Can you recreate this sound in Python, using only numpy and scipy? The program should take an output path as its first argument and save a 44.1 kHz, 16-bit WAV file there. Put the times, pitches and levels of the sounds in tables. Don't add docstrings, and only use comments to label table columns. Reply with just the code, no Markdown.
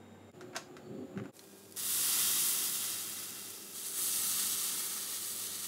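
import sys
import numpy as np
from scipy import signal
from scipy.fft import rfft, irfft, next_fast_len
from scipy.io import wavfile
from scipy.ndimage import uniform_filter1d

SR = 44100
rng = np.random.default_rng(int(sys.argv[2]) if len(sys.argv) > 2 else 0)


def waveform_to_disk(signal):
    frames = np.transpose(np.atleast_2d(signal))
    scaled = np.clip(frames, -1, 1) * 32767
    samples = np.round(scaled).astype(np.int16)
    wavfile.write(sys.argv[1], SR, samples)


def amplitude_ratio(level_db):
    exponent = np.asarray(level_db, float) / 20
    return 10 ** exponent


N = 250047
T = np.arange(N) / SR

CUTS_S = [
    0.3204,
    1.318,
]
FADES_OUT_S = (.025, .022)
FADES_IN_S = (.03, .045)

# (frequency [Hz], density [dB per Hz])
ROOM_SPECTRA = [
    [(35, -52), (60, -26), (98, -17), (124, -15), (232, -12), (361, -11), (445, -11.5), (982, -22.5),
     (1530, -26.5), (3150, -34), (3620, -35), (4070, -40), (15700, -47.5)],
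    [(35, -59), (60, -10.5), (260, -5.5), (361, -6.5), (477, -12), (815, -13.5), (937, -24), (1180, -19),
     (1970, -27.5), (3790, -31.5), (5500, -40), (7110, -39.5), (15700, -42)],
    [(35, -68), (60, -56), (86, -12.5), (145, -12.5), (308, -7), (333, -3), (388, -10.5), (426, -8.5),
     (687, -14.5), (1130, -21), (2400, -29.5), (3120, -60), (5280, -120)],
]
ROOM_LEVELS_DB = [-52.5, -49.5, -55.5]
# (frequency [Hz], width [Hz], level [dB], steadiness [ratio])
ROOM_TONES = [
    [(97.5, 1.8, -61.5, 3), (192, 7, -67, 1.7), (764, 10, -71, 1.5), (7400, 500, -82, .05),
     (230.3, 18, -63, 1.2), (300, 23, -77, 0.44), (1560, 11, -75.5, 0.81), (2116, 18, -77, .6),
     (3740, 53, -77, 1.2), (6980, 26, -85, .8), (7230, 20, -78, 2.8)],
    [(363, 13, -58, 1.7), (533, 5.1, -62.5, 0.78), (6950, 180, -77, .05), (7300, 170, -77.5, 0.31),
     (7600, 160, -86, .05)],
    [(199.3, 9.5, -66.5, 0.55), (389.4, 5.1, -65, 3.4), (1612, 12, -76.5, 2.3), (2460, 60, -78, 0.35)],
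]
# (on [s], off [s], frequency [Hz], level [dB])
JET_WHISTLE = (.8, 1.1, 4480, -76)
HUM_HZ, HUM_DB = 98.4, -68
BEAT_HZ, BEAT_TOP_S, BEAT_SHARE = .87, 2.0, .55

# (time [s], flare [dB], upper boom over deep boom [dB])
FLARES = [
    (0.82, -65, 0),
    (0.902, -48, -2),
    (1.01, -47.5, 6.5),
    (1.048, -57, 14),
    (1.094, -74, 8),
    (1.178, -36, -8),
    (1.22, -42.5, -3.5),
    (1.278, -55.5, 8.5),
    (1.31, -87, 4),
]
# (frequency [Hz], width [Hz], level [dB])
HOLLOW_MODES = [
    [(129, 45, -5.5), (204.4, 22, 0.5)],
    [(278, 39, 6), (373, 39, 4), (510, 22, -28)],
]

# (time [s], peak [dB], thump [dB], body [dB], edge [dB])
STOVE_KNOCKS = [
    (.4104, -42.5, 6, 4, -28),
    (.533, -58.5, -2, 15, -14),
    (.5490, -51, 1.5, 12, -15),
    (.5552, -43.5, 10, 11, -3),
    (.5646, -23, -19, -5.5, -36),
    (.7686, -40.5, 3, 3, -28),
]
# (time [s], peak [dB], edge [dB])
FLAME_POPS = [(1.1614, -58, -16), (1.176, -44, -11), (1.1813, -48, -11), (1.1884, -49, -15),
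              (1.1993, -46.5, -17), (1.219, -59, -6), (1.2396, -59, 6), (1.2472, -55, -19),
              (1.257, -50, -13)]
# (frequency [Hz], level [dB], T60 [s])
STEEL_MODES = [(688, 1, 0.071), (1387, 3.5, 0.053), (1590, -4.5, 0.1), (2090, -15, 0.027),
               (2740, -7, 0.073), (3780, 2.5, 0.07), (4888, -26, 0.22), (5830, -26, 0.13),
               (6850, -23, 0.26), (7340, -28, 0.032), (8750, -27, 0.14), (9900, -34, 0.13)]
KNOCK_T60_S, POP_T60_S = 0.11, 0.039
POP_THUMP_DB, POP_BODY_DB = -8, 15

# (time [s], peak [dB])
LONE_BURSTS = [(1.7979, -25), (2.6965, -20), (2.9028, -21), (3.0969, -25), (3.2316, -29), (3.3069, -27),
               (3.3505, -31), (3.3956, -30), (3.4166, -31), (3.4871, -33), (3.5051, -26), (3.5638, -32),
               (3.6459, -34), (3.7133, -35), (3.7526, -32), (3.798, -28), (3.8855, -25), (4.0603, -19),
               (4.1605, -20), (4.4686, -17), (4.5204, -22), (5.2124, -27), (5.2229, -25), (5.2598, -26),
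               (5.282, -25), (5.3033, -26), (5.3627, -27), (5.3787, -26), (5.4021, -27), (5.4603, -28)]
# (time [s], peak [dB], frequency [Hz])
OIL_SNAPS = [
    (1.367, -47, 7400),
    (1.3756, -55, 4120),
    (1.3933, -40, 4220),
    (1.5164, -55, 11700),
    (1.6534, -48, 5560),
    (1.711, -47, 7000),
    (1.723, -41.5, 10300),
    (1.7628, -43, 6940),
]

# (time [s], vigour [dB], freshness of the wet edge [0-1])
BOIL_COURSE = [(1.762, -60, .8), (1.77, -46.5, 0.62), (1.95, -39.5, 0.68), (2.15, -36.5, 0.44),
               (2.45, -38, 0.65), (2.9, -42.5, 0.34), (3.35, -49, 0.13), (3.72, -54, .3),
               (3.76, -50.5, 0.52), (3.93, -47.5, 0.7), (3.985, -42, 0.73), (4.08, -41.5, 0.87),
               (4.2, -41, 0.7), (4.4, -40.5, .45), (4.62, -41.5, 0.48), (5.19, -45, .3), (5.26, -46, .55),
               (5.6, -46.5, 0.3)]
# (frequency [Hz], density [dB per Hz])
LARGE_BUBBLES = [(500, -35.5), (620, -29), (760, -17), (900, -19.5), (1300, -8), (1620, -15.5),
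                 (1850, -10.5), (2150, -13), (2500, -14.5), (2650, -38.5)]
# (frequency [Hz], density [dB per Hz])
POUR_BUBBLES = [(2450, -43.5), (2600, -6), (2750, -4.5), (2950, -8.5), (3200, -4), (3700, -3), (4280, -7),
                (4700, -2.5), (5200, -3.5), (6500, -0.5), (8000, 3), (10200, 6.5), (14400, 3.5),
                (15800, -1)]
# (frequency [Hz], density [dB per Hz])
SPREAD_BUBBLES = [(2450, -34), (2600, -9), (3800, -3), (4150, -5), (4450, -2), (5250, -6), (6200, 0),
                  (6700, 0.5), (7550, 0), (7900, 5.5), (9500, 5), (10300, 6), (12500, 4), (15800, -1)]
SPREAD_S = 3.74
BURSTS_PER_S, SIZE_SPREAD_DB = 9000, 5
OIL_DB, OIL_FRESH = -64.5, 0.24
FINE_DB, FINE_FRESH_DB = 1.5, 8.5
LARGE_DB, LARGE_FRESH_DB = -9, -2.5
RUMBLE_DB, RUMBLE_FOLLOWS, FULL_BOIL_DB = -57, 1, -37.5

# (time [s], length [s], level [dB])
SPLICE_TICK = (.314, 0.0047, -69)
MIC_STEP_HZ = [12090, 12190, 13200, 14500, 15740, 15830]
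MIC_STEP_DB = [0, -9.5, 0.5, -2.5, 3, -70]
LOW_CUT_HZ = 90
# (time [s], low [Hz], high [Hz])
UNLIKE_BANDS = [(.476, 4700, 5700), (2.287, 12400, 13900), (2.334, 13800, 15300), (2.334, 8300, 9700),
                (2.427, 6900, 8300), (2.682, 4200, 5200), (4.029, 4700, 6300), (4.238, 9000, 11100),
                (4.238, 4200, 5200), (4.795, 14500, 15800), (4.795, 4700, 5700)]
UNLIKE_DB = -4


def evened(x):
    return x / np.sqrt(np.mean(x ** 2) + 1e-20)


def read(points, hz):
    f, value = np.transpose(points)
    return np.interp(np.log(hz + 1), np.log(f + 1), value)


def add(mix, s, sound):
    part = mix[round(s * SR):][:len(sound)]
    part += sound[:len(part)]


def band(x, lo_hz, hi_hz, order=2):
    sos = signal.butter(order, [lo_hz, min(hi_hz, SR / 2.1)], "bandpass", fs=SR, output="sos")
    return signal.sosfilt(sos, x)


def resonate(x, hz, width_hz):
    r = np.exp(-np.pi * 1.55 * width_hz / SR)
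    pole = [1, -r * np.exp(2j * np.pi * hz / SR)]
    return 2 * signal.lfilter([(1 - r) ** 2], np.convolve(pole, pole), x).real


def wander(hz):
    count = 100 + int(T[-1] * hz)
    return evened(np.interp(T * hz, np.arange(count), rng.standard_normal(count)))


def colour(x, points):
    gain_db = np.maximum(read(points, abs(np.fft.fftfreq(4096, 1 / SR))), -100)
    log_gain = np.log(amplitude_ratio(gain_db))
    taps = np.fft.ifft(np.exp(np.conj(signal.hilbert(log_gain)))).real[:2048]
    return signal.oaconvolve(x, taps)[:len(x)]


def walls(x, t60_s, wet_db, turns_hz):
    at, out = np.arange(60, SR // 2, 24), x.copy()
    turn = 2 * np.pi * turns_hz * T
    for share in (np.cos(turn), np.sin(turn)):
        taps = np.zeros(SR // 2 + 24)
        signs = rng.choice([-1., 1.], len(at))
        taps[at + rng.integers(0, 24, len(at))] = signs * amplitude_ratio(-60 * at / SR / t60_s)
        out += amplitude_ratio(wet_db) * signal.fftconvolve(x * share, taps / np.linalg.norm(taps))[:N]
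    return out


def fuzzy_tone(hz, width_hz, steady, phase_turns=0.):
    pure = np.sin(2 * np.pi * (hz * T + phase_turns))
    return evened(steady * pure + evened(resonate(rng.standard_normal(N), hz, width_hz)))


def rooms():
    shot, out = np.searchsorted(CUTS_S, T), np.zeros(N)
    for k, (points, db, tones) in enumerate(zip(ROOM_SPECTRA, ROOM_LEVELS_DB, ROOM_TONES)):
        air = amplitude_ratio(db - 4.5) * evened(colour(rng.standard_normal(N), points))
        for hz, width_hz, tone_db, steady in tones:
            air += amplitude_ratio(tone_db) * fuzzy_tone(hz, width_hz, np.sqrt(2) * steady, rng.random())
        out += air * (shot == k)
    turns = 2 * np.pi * (T - BEAT_TOP_S)
    motors = np.sin(HUM_HZ * turns) + BEAT_SHARE * np.sin((HUM_HZ + BEAT_HZ) * turns)
    out += amplitude_ratio(HUM_DB) * motors * (shot == 2)
    on, off, hz, db = JET_WHISTLE
    valve = np.interp(T, [on, on + .06, off - .1, off], [0, 1, .6, 0])
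    return out + amplitude_ratio(db) * fuzzy_tone(hz, 25, 2.5) * valve


def flame():
    s, flare_db, height_db = np.transpose(FLARES)
    lumps, out = amplitude_ratio(2.5 * wander(44.5)) * rng.standard_normal(N), np.zeros(N)
    for level_db, hollows in zip([flare_db, flare_db + height_db], HOLLOW_MODES):
        modes = [amplitude_ratio(db) * evened(resonate(lumps, hz, width_hz)) for hz, width_hz, db in hollows]
        boom = evened(sum(modes))
        loudness = np.sqrt(uniform_filter1d(boom ** 2, 2000))
        out += amplitude_ratio(np.interp(T, s, level_db - .6, -120, -120)) * boom / loudness ** 1.06
    return band(out, 94, 1200)


def knocks(rows, t60_s):
    out, t = np.zeros(N), np.arange(8000) / SR
    noise = rng.standard_normal((len(rows), len(t)))
    detune = rng.uniform(.96, 1.04, (len(rows), len(STEEL_MODES)))
    for (s, db, thump_db, body_db, edge_db), crack, tune in zip(rows, noise, detune):
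        ring = np.zeros(len(t))
        for (hz, mode_db, ring_s), k in zip(STEEL_MODES, tune):
            decay = amplitude_ratio(mode_db - 60 * t / min(ring_s, 0.78 * t60_s))
            ring += decay * np.sin(2 * np.pi * hz * k * t)
        blow = crack * (amplitude_ratio(-60 * t / t60_s) + 1.2 * amplitude_ratio(-60 * t / .012)) + .16 * ring
        parts = [(thump_db - 7.0, band(blow, 175, 510)),
                 (body_db, band(blow + 0.15 * ring, 600, 2150)),
                 (0, band(blow * amplitude_ratio(-25 * t / t60_s), 1530, 6300)),
                 (edge_db, band(blow, 7000, 11200, order=3))]
        add(out, s - .001, sum(amplitude_ratio(db + d) * p / abs(p).max() for d, p in parts))
    return out


def spits():
    out, t = np.zeros(N), np.arange(600) / SR
    snap = colour(np.eye(1, 600)[0], POUR_BUBBLES)
    for s, db in LONE_BURSTS:
        add(out, s, amplitude_ratio(db + 2.5) * snap / abs(snap).max())
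    for s, db, hz in OIL_SNAPS:
        fizz = band(rng.standard_normal(len(t)), 0.38 * hz, 2.1 * hz)
        drop = 0.9 * np.sin(2 * np.pi * hz * t) + 1.3 * fizz
        add(out, s, amplitude_ratio(db - 60 * t / 0.016 - 3.5) * drop)
    return out


def sizzle():
    s, boil_db, freshness = np.transpose(BOIL_COURSE)
    vigour_db = np.interp(T, s, boil_db, OIL_DB)
    fresh = np.interp(T, s, freshness, OIL_FRESH)
    size_db = SIZE_SPREAD_DB * np.minimum(rng.exponential(1, N), 3.1)
    size = amplitude_ratio(size_db) * rng.choice([-1., 1.], N)
    bursts = evened(size * (rng.random(N) < BURSTS_PER_S / SR))
    merged = np.interp(vigour_db, [-56, -37], [.6, 1.3])
    bursts = (bursts + merged * rng.standard_normal(N)) / np.sqrt(1 + merged ** 2)
    bursts *= amplitude_ratio(0.53 / merged * wander(45))

    small = evened(colour(bursts * (T < SPREAD_S), POUR_BUBBLES)) * np.sqrt(SPREAD_S / T[-1])
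    small += evened(colour(bursts * (T >= SPREAD_S), SPREAD_BUBBLES)) * np.sqrt(1 - SPREAD_S / T[-1])
    treble = read([(5000, 0), (9000, 1)], np.fft.rfftfreq(N, 1 / SR))
    fine = irfft(rfft(small) * treble, N)
    out = evened(small - fine) * amplitude_ratio(0.66 * wander(6.8))
    out += evened(fine) * amplitude_ratio(FINE_DB + FINE_FRESH_DB * fresh + 0.45 * wander(14))
    large_db = LARGE_DB + LARGE_FRESH_DB * fresh + 0.16 * wander(9)
    out += evened(colour(bursts, LARGE_BUBBLES)) * amplitude_ratio(large_db)

    rumble_db = RUMBLE_DB + RUMBLE_FOLLOWS * (vigour_db - FULL_BOIL_DB)
    rumble = evened(band(rng.standard_normal(N), 127, 390)) * amplitude_ratio(rumble_db)
    return (out * amplitude_ratio(vigour_db) + rumble) * (T > CUTS_S[1])


def scene():
    pop_rows = [(s, db, POP_THUMP_DB, POP_BODY_DB, edge_db) for s, db, edge_db in FLAME_POPS]
    pops = amplitude_ratio(-7.0) * walls(knocks(pop_rows, POP_T60_S), t60_s=0.18, wet_db=-7, turns_hz=0.58)
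    steel = walls(knocks(STOVE_KNOCKS, KNOCK_T60_S), t60_s=0.28, wet_db=-7.5, turns_hz=0.099)
    pan = amplitude_ratio(-.6) * walls(spits() + sizzle(), t60_s=.09, wet_db=-9.5, turns_hz=.2)
    mono = rooms() + flame() + steel + pops + pan
    for cut, out_s, in_s in zip(CUTS_S, FADES_OUT_S, FADES_IN_S):
        mono = mono * np.clip(np.where(T < cut, (cut - T) / out_s, (T - cut) / in_s), .06, 1)
    s, length_s, db = SPLICE_TICK
    tick = band(rng.standard_normal(round(length_s * SR)), 1500, 15000)
    add(mono, s, amplitude_ratio(db) * evened(tick))
    return np.array([mono, mono])


def unlike_noise(mid):
    side = np.zeros(N)
    window = signal.windows.kaiser_bessel_derived(2048, 4 * np.pi)
    for s, lo_hz, hi_hz in UNLIKE_BANDS:
        start = 520 + 1024 * round((s * SR - 520) / 1024) - 1024
        bins = np.arange(lo_hz * 2048 // SR, hi_hz * 2048 // SR)
        waves = window * np.cos(np.pi / 1024 * np.outer(bins + .5, np.arange(2048) + 512.5))
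        scrambled = rng.permutation(waves @ mid[start:start + 2048])
        add(side, start / SR, amplitude_ratio(UNLIKE_DB) * scrambled @ waves / 512)
    return side


def top_cut(x):
    return signal.sosfilt(signal.butter(12, 15870, fs=SR, output="sos"), x)


def record(dry):
    size = next_fast_len(N + SR)
    hz = np.fft.rfftfreq(size, 1 / SR)
    bass_cut = np.sqrt(1 / (1 + (LOW_CUT_HZ / (hz + 1)) ** 14) + amplitude_ratio(-43))
    response = amplitude_ratio(np.interp(hz, MIC_STEP_HZ, MIC_STEP_DB)) * bass_cut
    unstep = amplitude_ratio(-np.interp(hz, MIC_STEP_HZ[:-1], MIC_STEP_DB[:-1]))
    spectrum = rfft(dry[0], size) * response
    near = irfft(spectrum, size)[:N]
    far = irfft(spectrum * unstep, size)[:N]
    mid = np.where(T > CUTS_S[1], near, far)
    side = unlike_noise(mid)
    return top_cut(np.array([mid + side, mid - side]))


dry = scene()
out = record(dry)
waveform_to_disk(out)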